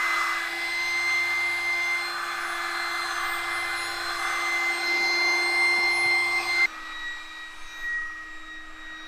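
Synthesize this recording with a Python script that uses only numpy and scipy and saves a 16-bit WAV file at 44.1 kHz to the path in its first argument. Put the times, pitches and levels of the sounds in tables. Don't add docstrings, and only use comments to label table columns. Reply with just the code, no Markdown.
import sys
import numpy as np
from scipy import signal
from scipy.fft import rfft, irfft, next_fast_len
from scipy.io import wavfile
from scipy.ndimage import uniform_filter1d

SR = 44100
rng = np.random.default_rng(int(sys.argv[2]) if len(sys.argv) > 2 else 0)


def waveform_to_disk(signal):
    frames = np.transpose(np.atleast_2d(signal))
    scaled = np.clip(frames, -1, 1) * 32767
    samples = np.round(scaled).astype(np.int16)
    wavfile.write(sys.argv[1], SR, samples)


N = 399987
TIME_S = np.arange(N) / SR


def undb(db):
    return 10 ** (np.asarray(db) / 20)


def play(table):
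    s, *columns = np.transpose(table)
    return [np.interp(TIME_S, s, column) for column in columns]


def smooth_twice(x, size):
    return uniform_filter1d(uniform_filter1d(x, size), size)


def walk(rate_hz):
    hold = int(SR / rate_hz)
    levels = rng.standard_normal(N // hold + 1)
    return 1.23 * smooth_twice(np.repeat(levels, hold), hold)[:N]


def ringing(hz, width_hz, steep=1.0):
    size = next_fast_len(N)
    f = np.arange(1, size // 2 + 2) * SR / size
    detune = (f - hz ** 2 / f) / width_hz
    gain = (1 + detune ** 2) ** (-steep / 2)
    return irfft(rfft(rng.standard_normal(size)) * gain, size)[:N]


def tone(order, turn_rad):
    return np.cos(order * turn_rad + 2 * np.pi * rng.random())


# time of peak in seconds, peak level in dB, rise and fall time constants in seconds.
GUSTS = [(.3, -54, .4, .3), (2.4, -53, .1, 0.23), (3.21, -43.5, 0.27, 0.25), (4.12, -42.5, 0.27, 0.12),
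         (4.6, -56, 0.18, 1), (6.82, -45.5, 0.18, 0.67), (7.56, -41.5, 0.068, 0.84),
         (8.74, -44, 0.059, 0.22)]
CALM_DB, FLOOR_DB = -60, -72.0
WIND_HZ, WIND_TAIL_DB = 9.4, -27


def wind():
    low = ringing(WIND_HZ, 12.3, steep=3.0)
    tail = ringing(41, 60, steep=3.2)
    floor = ringing(130, 220, steep=1.4)
    force = undb(CALM_DB)
    for s, db, rise_s, fall_s in GUSTS:
        force = force + undb(db) * np.exp(np.minimum((TIME_S - s) / rise_s, (s - TIME_S) / fall_s))
    buffeting = low / np.std(low) + undb(WIND_TAIL_DB) * tail / np.std(tail)
    return force * buffeting + undb(FLOOR_DB) * floor / np.std(floor)


# pitch in Hz, rms level at the loudest in dB close by, the same far off,
# beat length in seconds, time of a loudest moment in seconds, beat depth 0-1.
HUM = [(94.5, -59, -87, 2.44, 1.34, 0.91), (120.4, -66, -86, 4.2, 3.44, 0.47),
       (189.4, -68.5, -79, 4.5, 1.75, 0.74), (76, -85, -67, 2.6, 8.47, 1)]


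def engine(close):
    hum = np.zeros(N)
    for hz, near_db, far_db, beat_s, loud_s, depth in HUM:
        level = np.sqrt(2) * undb(far_db + (near_db - far_db) * close)
        beat = 1 - depth * np.sin(np.pi * (TIME_S - loud_s) / beat_s) ** 2
        phase = 2 * np.pi * np.cumsum(hz * (1 + 0.00615 * walk(3))) / SR
        hum += level * beat * np.cos(phase)
    return hum


# start in seconds, level in dB before onset and decay act,
# mode in Hz, 60 dB decay time in seconds.
PATS = [(5.782, -28, 230, 0.027), (6.056, -32, 132, 0.056)]
PAT_ONSET_S = 0.0035


def pats():
    out = np.zeros(N)
    for s, db, hz, t60_s in PATS:
        t = np.clip(TIME_S - s, 0, None)
        envelope = (1 - np.exp(-t / PAT_ONSET_S)) * undb(-60 * t / t60_s)
        out += undb(db) * envelope * np.sin(2 * np.pi * hz * t)
    return out


# start in seconds, end in seconds,
# first pitch in Hz, last pitch in Hz, nominal noise width in Hz, rms level midway in dB.
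HOLLOWS = [(0.053, 0.397, 1323, 1280, 204, -33.5), (4.793, 5.42, 4740, 4900, 350, -46),
           (5.4, 6.3, 4900, 5020, 150, -55), (5.5, 6.086, 5380, 5400, 110, -46),
           (6.099, 6.338, 3160, 3350, 180, -48), (6.272, 6.503, 5370, 5420, 130, -49),
           (6.365, 6.47, 2560, 2480, 120, -37.5), (6.38, 6.509, 4650, 4900, 300, -45),
           (6.526, 6.675, 1480, 1460, 150, -37), (6.898, 8.245, 2363, 2410, 40, -52)]


def hollows():
    out = np.zeros(N)
    for start_s, end_s, first_hz, last_hz, width_hz, db in HOLLOWS:
        along = np.clip((TIME_S - start_s) / (end_s - start_s), 0, 1)
        phase = 2 * np.pi * np.cumsum(first_hz + (last_hz - first_hz) * along) / SR
        size = int(SR / width_hz / 2)
        a, b = (smooth_twice(rng.standard_normal(N), size) for _ in range(2))
        whistle = (a * np.cos(phase) + b * np.sin(phase)) / np.std(a)
        out += undb(db) * np.abs(np.sin(np.pi * along)) * whistle
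    return out


def stream(modes):
    x = sum(undb(db + 2.8 * walk(2.364)) * ringing(hz, width_hz, steep=1.46) for hz, width_hz, db in modes)
    return x / np.sqrt(uniform_filter1d(x ** 2, SR // 3))


def wall_echo(x, share=0.21, lag_s=0.003, drift_s=0.00021):
    lag = SR * (lag_s + drift_s * walk(1.5))
    echo = np.interp(np.arange(N) - lag, np.arange(N), x)
    return (x + share * echo) / np.sqrt(1 + share ** 2)


THROB_TOP_HZ = 2000


def rushing_air(turn_rad, air_db, rings, centres_hz):
    throb = 1 + 0.15 * np.cos(turn_rad)
    rush = np.zeros(N)
    for db, modes, centre_hz in zip(air_db, rings, centres_hz):
        air = undb(db + 0.75 * walk(12)) * stream(modes)
        rush += air * throb if centre_hz < THROB_TOP_HZ else air
    return wall_echo(rush)


# shaft order,
# dB relative to the air stream nearest in pitch close by, the same far off.
WEAK_ORDERS = [(4, -32, -6), (5, -11.5, -16), (7, -19.5, -26), (25, -16, -10), (35, -20, -21),
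               (39, -12, -15), (42, -12, -12)]


def weak_orders(place, turn_rad, hz, air_db, centres_hz):
    tones = np.zeros(N)
    for order, *weak_db in WEAK_ORDERS:
        nearest = np.argmin(np.abs(np.log(centres_hz / (order * np.mean(hz)))))
        fading_db = 3.0 * walk(2.15) + 2.0 * walk(9)
        tones += undb(weak_db[place] + air_db[nearest] + fading_db) * tone(order, turn_rad)
    return tones


# shaft order, time of peak in seconds,
# whole length in seconds, gain added at the peak in dB.
SWELLS = [(30, .65, 0.32, -66), (24, .9, 1, -60), (18, 1.05, 0.91, -49.5), (30, 1.53, .9, -61),
          (18, 1.82, 0.6, -52), (24, 2.14, 0.37, -60), (18, 3.08, 0.48, -55), (20, 3.07, .4, -63),
          (29, 3.03, .4, -62), (24, 3.23, 0.6, -54), (40, 3.4, 0.52, -60), (30, 2.5, 1, -65.5),
          (29, 2.56, 0.54, -69), (30, 3.74, .8, -53.5), (20, 3.95, 0.54, -58), (29, 4.22, 0.52, -59),
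          (18, 4.38, 0.75, -51.5), (24, 4.51, .8, -50), (20, 4.58, .5, -64), (30, 4.55, 0.45, -63),
          (20, 5.1, .6, -59), (29, 5.12, .4, -63), (30, 5.6, .4, -61), (18, 5.26, 0.92, -47.5),
          (24, 5.61, 0.6, -47.5), (29, 5.71, 0.28, -61), (18, 5.92, 0.65, -59), (30, 6.0, 0.34, -59),
          (24, 6.36, 0.84, -52), (18, 6.5, 0.55, -52), (20, 6.6, .3, -62), (30, 6, .25, -65),
          (18, 7.1, 1, -65.5), (24, 7.2, .8, -63), (30, 7.6, 0.97, -71.5), (18, 7.72, 0.13, -62),
          (20, 7.8, .6, -63), (40, 7.7, .4, -75), (18, 8.1, .3, -69), (18, 8.55, .15, -70),
          (24, 8.4, .4, -76), (18, 8.95, 0.36, -73)]


def swells(order):
    return sum(undb(db) * np.cos(np.pi * np.clip((TIME_S - s) / length_s, -0.5, 0.5))
               for k, s, length_s, db in SWELLS if k == order)


# shaft order, level in dB close by, level in dB far off,
# dB gained by full wall contact, share of the blade tone's swing, random fading in dB.
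ORDERS = [(1, -50, -62, 10.5, 0.011, 0.05), (2, -53, -81, 3, -0.18, 3.5), (3, -47, -73, -2, -0.2, 3),
          (10, -52.5, -79, 0, -0.22, 2), (18, -65, -76, 2, 0.24, 0.5), (20, -68, -76, 0, 0.078, 4),
          (24, -67.5, -76, 3, .1, 3.5), (29, -74, -86, 5, 0, 3), (30, -67.5, -87, 2, 0, 3),
          (40, -70, -95, -3, 0.047, 0)]
BLADE_MEAN_DB = -30, -42
BLADES = 6


def strong_orders(place, turn_rad, blade, wall_contact):
    blade_db, octave_db = play(blade)
    swing_db = np.maximum(blade_db - BLADE_MEAN_DB[place], -10)
    loud = [(BLADES, blade_db), (2 * BLADES, octave_db)]
    for order, *levels_db, wall_db, share, fade_db in ORDERS:
        db = levels_db[place] + wall_db * wall_contact + share * swing_db + fade_db * walk(3.006)
        loud.append((order, db))
    tones = np.zeros(N)
    for order, db in loud:
        flutter_db = 0.77 * walk(30) + 0.15 * order * walk(12)
        tones += (undb(db) + swells(order)) * undb(flutter_db) * tone(order, turn_rad)
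    return tones


# time in seconds, turns a second.
SHAFT_NEAR = [(0.0, 342.9), (0.23, 339.0), (0.46, 338.2), (0.69, 343.3), (0.92, 346.5), (1.2, 347.1),
              (2.07, 347.7), (2.52, 345.2), (3.44, 344.6), (4.13, 345.0), (4.62, 344.5), (5.05, 347.0),
              (5.51, 348.6), (6.0, 348.8), (6.66, 347.9)]
SHAFT_FAR = [(6.66, 320.6), (6.9, 320.2), (7.38, 318.5), (7.62, 317.4), (8.35, 316.6), (8.59, 315.8),
             (8.83, 316.1), (9.07, 317.0)]
# time in seconds, level in dB, level of its octave in dB.
BLADE_NEAR = [(0.02, -28, -52), (0.13, -27, -41), (0.48, -34.5, -57), (0.82, -28, -42),
              (1.16, -23.5, -38.5), (1.5, -29.5, -47), (1.73, -25.5, -45.5), (1.96, -26.5, -48),
              (2.07, -36, -37), (2.16, -55, -40.5), (2.24, -45, -45.5), (2.5, -40, -49), (3.03, -32.5, -38),
              (3.11, -52, -42), (3.19, -34.5, -51), (3.701, -31.5, -47.5), (3.82, -36, -41.5),
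              (4.07, -46.5, -36.5), (4.24, -33, -45.5), (4.7, -23.5, -46), (4.785, -33, -38),
              (4.84, -29, -36), (4.92, -24.5, -35.5), (5.38, -26, -32.5), (5.61, -21.5, -35),
              (5.95, -24.5, -37), (6.12, -21.5, -34.5), (6.29, -26, -40.5), (6.38, -22.5, -38),
              (6.42, -38, -45), (6.46, -34, -35), (6.5, -24, -31.5), (6.55, -25, -35), (6.645, -20, -36.5)]
BLADE_FAR = [(6.68, -54, -58), (6.77, -41, -58), (6.94, -41.5, -45.5), (7.08, -32.5, -45), (7.21, -46, -48),
             (7.44, -39.5, -49), (7.6, -52, -56.5), (7.73, -43.5, -45.5), (7.81, -40, -51),
             (7.85, -30, -53), (7.97, -29, -60), (8.08, -37, -69), (8.33, -41, -57), (8.44, -50, -52),
             (8.52, -40, -47.5), (8.7, -48.5, -58), (8.87, -40.5, -51.5), (9.05, -44, -49)]
# time in seconds, valve leak 0-1, hand cupped round the nozzle 0-1,
# wall contact 0-1, treble 0-1, dB added to the upper leak band.
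GRIP = [(0.0, .75, 0, 0, 0.63, 1.5), (0.2, 0.84, 0.3, 0, 1, -0.5), (0.46, 0.63, 0, 0, 0.36, 1),
        (0.55, 0.13, .35, 0.37, 0.57, 2), (0.87, 0, 0.62, 0.02, 0.6, 0.5),
        (1.0, 0.53, 0.34, 0.12, 0.43, -3), (1.76, 0.33, 0.6, 0.19, 0.3, -3),
        (2.15, 0.8, .1, 0.15, 0.12, -2), (2.6, .85, 0, 0.3, 0.1, -2), (3.24, 0.88, 0, 0.26, 0.25, -1),
        (3.97, 0.47, 0.4, 0.25, 0.44, 1), (4.25, .85, 0, 0.27, 0.45, -1.5),
        (4.71, 0.58, 0.36, 0.64, 0.44, -1.5), (4.97, 0.18, 0.83, 1, 0.88, 0),
        (5.21, 0.13, 1, 0.98, 0.57, 2), (5.78, 0.1, 1, 0.98, 0.35, -2), (6.29, 0.43, 1, 0.7, 0.34, -10),
        (6.54, 0.14, 0.92, 0.5, 0.6, -2.5), (6.66, .1, 0.74, 0.34, .5, 2)]
# time in seconds, distance 0-1, valve whistle 0-1,
# wall contact 0-1, treble 0-1, dB added to the upper leak band.
STROLL = [(6.66, 0, .8, .8, 1, 0), (6.68, 0.4, .8, 0.75, .8, 0), (6.89, 0.16, 1, 0.57, .4, -1),
          (7.2, 0.4, 0.4, 0.16, .35, 0), (7.55, 0.53, 0.27, 0.06, 0.4, -2),
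          (7.82, 0.54, 0.33, 0.25, 0.9, 1), (8.05, 0.74, 0.67, 0.2, 0.5, -1),
          (8.35, 0.97, 0.36, 0.62, 0.2, 0.5), (8.7, 1, 0.4, 0.7, 0, 1), (9.07, 0.8, 0.4, 0.83, 0, 5)]
# level in dB with all controls at 0,
# then dB added by each of the four 0-1 controls at 1.
AIR_NEAR = [(-67.5, 1.5, 3.5, 9, 9), (-45, 0.5, -1, 7.5, 0.5), (-57, -2.5, 20.5, -0.5, -1),
            (-54.5, 22.5, -1.5, 0, 6), (-41.5, 10, 0.5, -0.5, 0.5), (-42, 0, -1, -1, 4.5),
            (-52, -1.5, 1.5, 1, 10.5), (-56, 6, -0.5, 0.5, 6.5), (-59, 0, -2, 0.5, 3)]
AIR_FAR = [(-68, -3.5, 0, 7, 6), (-70, -3, -1, 18.5, 4), (-46, -19.5, 0.5, -9, 5),
           (-56.5, 0.5, 13.5, -0.5, -0.5), (-50.5, -4.5, 0, 1, 2.5), (-47.5, -9.5, 0, 2, -0.5),
           (-48, -12.5, -1.5, 0, 1), (-66, -2.5, -3, -2, 10), (-86, -9, 0, 0, 26)]
# centre in Hz, nominal width in Hz, dB relative to its stream's others.
RING_NEAR = [
    [(250, 190, -3.5), (350, 77, 7), (436, 91, 3.5)],
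    [(594, 310, -20), (778, 67, 0.5)],
    [(936, 79, 0.5), (1096, 134, 1)],
    [(1192, 140, 2.5), (1350, 81, -7.5)],
    [(1495, 180, 1.5), (1690, 210, -0.5), (1964, 150, -6)],
    [(2370, 420, 1), (2810, 120, -1.5), (3220, 150, -3.5), (3466, 180, 0.5), (3990, 500, -3)],
    [(4380, 460, 0), (4845, 210, 5), (5316, 150, 4.5)],
    [(6400, 1300, 2.5), (8050, 1470, 4), (9100, 1300, -9)],
    [(12500, 1300, -1.5), (13300, 2000, 3.5)],
]
RING_FAR = [
    [(248, 73, 0), (436, 190, 0)],
    [(720, 390, 0)],
    [(970, 430, 0)],
    [(1250, 74, 0.5), (1210, 470, -13.5)],
    [(1470, 320, -0.65), (1820, 400, -1.4)],
    [(2396, 16, 0), (2370, 660, -7), (3460, 520, -25)],
    [(3900, 1300, 2.5), (5040, 1600, -2.5)],
    [(6370, 2400, 6), (7960, 500, -11)],
    [(11600, 2500, -2), (13700, 2700, 0)],
]
UPPER_LEAK = 4


def blower(place, shaft, blade, controls, air, rings):
    hz, = play(shaft)
    turn_rad = 2 * np.pi * np.cumsum(hz * (1 + 0.000357 * walk(40))) / SR
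    *pulls, upper_db = play(controls)
    air_db = [db + sum(gain_db * pull for gain_db, pull in zip(gains_db, pulls)) for db, *gains_db in air]
    air_db[UPPER_LEAK] = air_db[UPPER_LEAK] + upper_db
    centres_hz = np.array([np.mean([mode[0] for mode in modes]) for modes in rings])
    tones = strong_orders(place, turn_rad, blade, wall_contact=pulls[2])
    tones = tones + weak_orders(place, turn_rad, hz, air_db, centres_hz)
    return np.sqrt(2) * tones + rushing_air(turn_rad, air_db, rings, centres_hz)


STEP_BACK_S, STEP_LENGTH_S = 6.658, 0.001


def scene():
    close = np.clip((STEP_BACK_S - TIME_S) / STEP_LENGTH_S, 0, 1)
    near = blower(0, SHAFT_NEAR, BLADE_NEAR, GRIP, AIR_NEAR, RING_NEAR)
    far = blower(1, SHAFT_FAR, BLADE_FAR, STROLL, AIR_FAR, RING_FAR)
    pump = close * near + (1 - close) * far
    return np.tile(wind() + engine(close) + pats() + hollows() + pump, (2, 1))


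TOP_HZ = 15500


def record(dry):
    low_pass = signal.ellip(10, 0.2, 70, TOP_HZ, fs=SR, output="sos")
    return signal.sosfilt(low_pass, dry)


dry = scene()
out = record(dry)
waveform_to_disk(out)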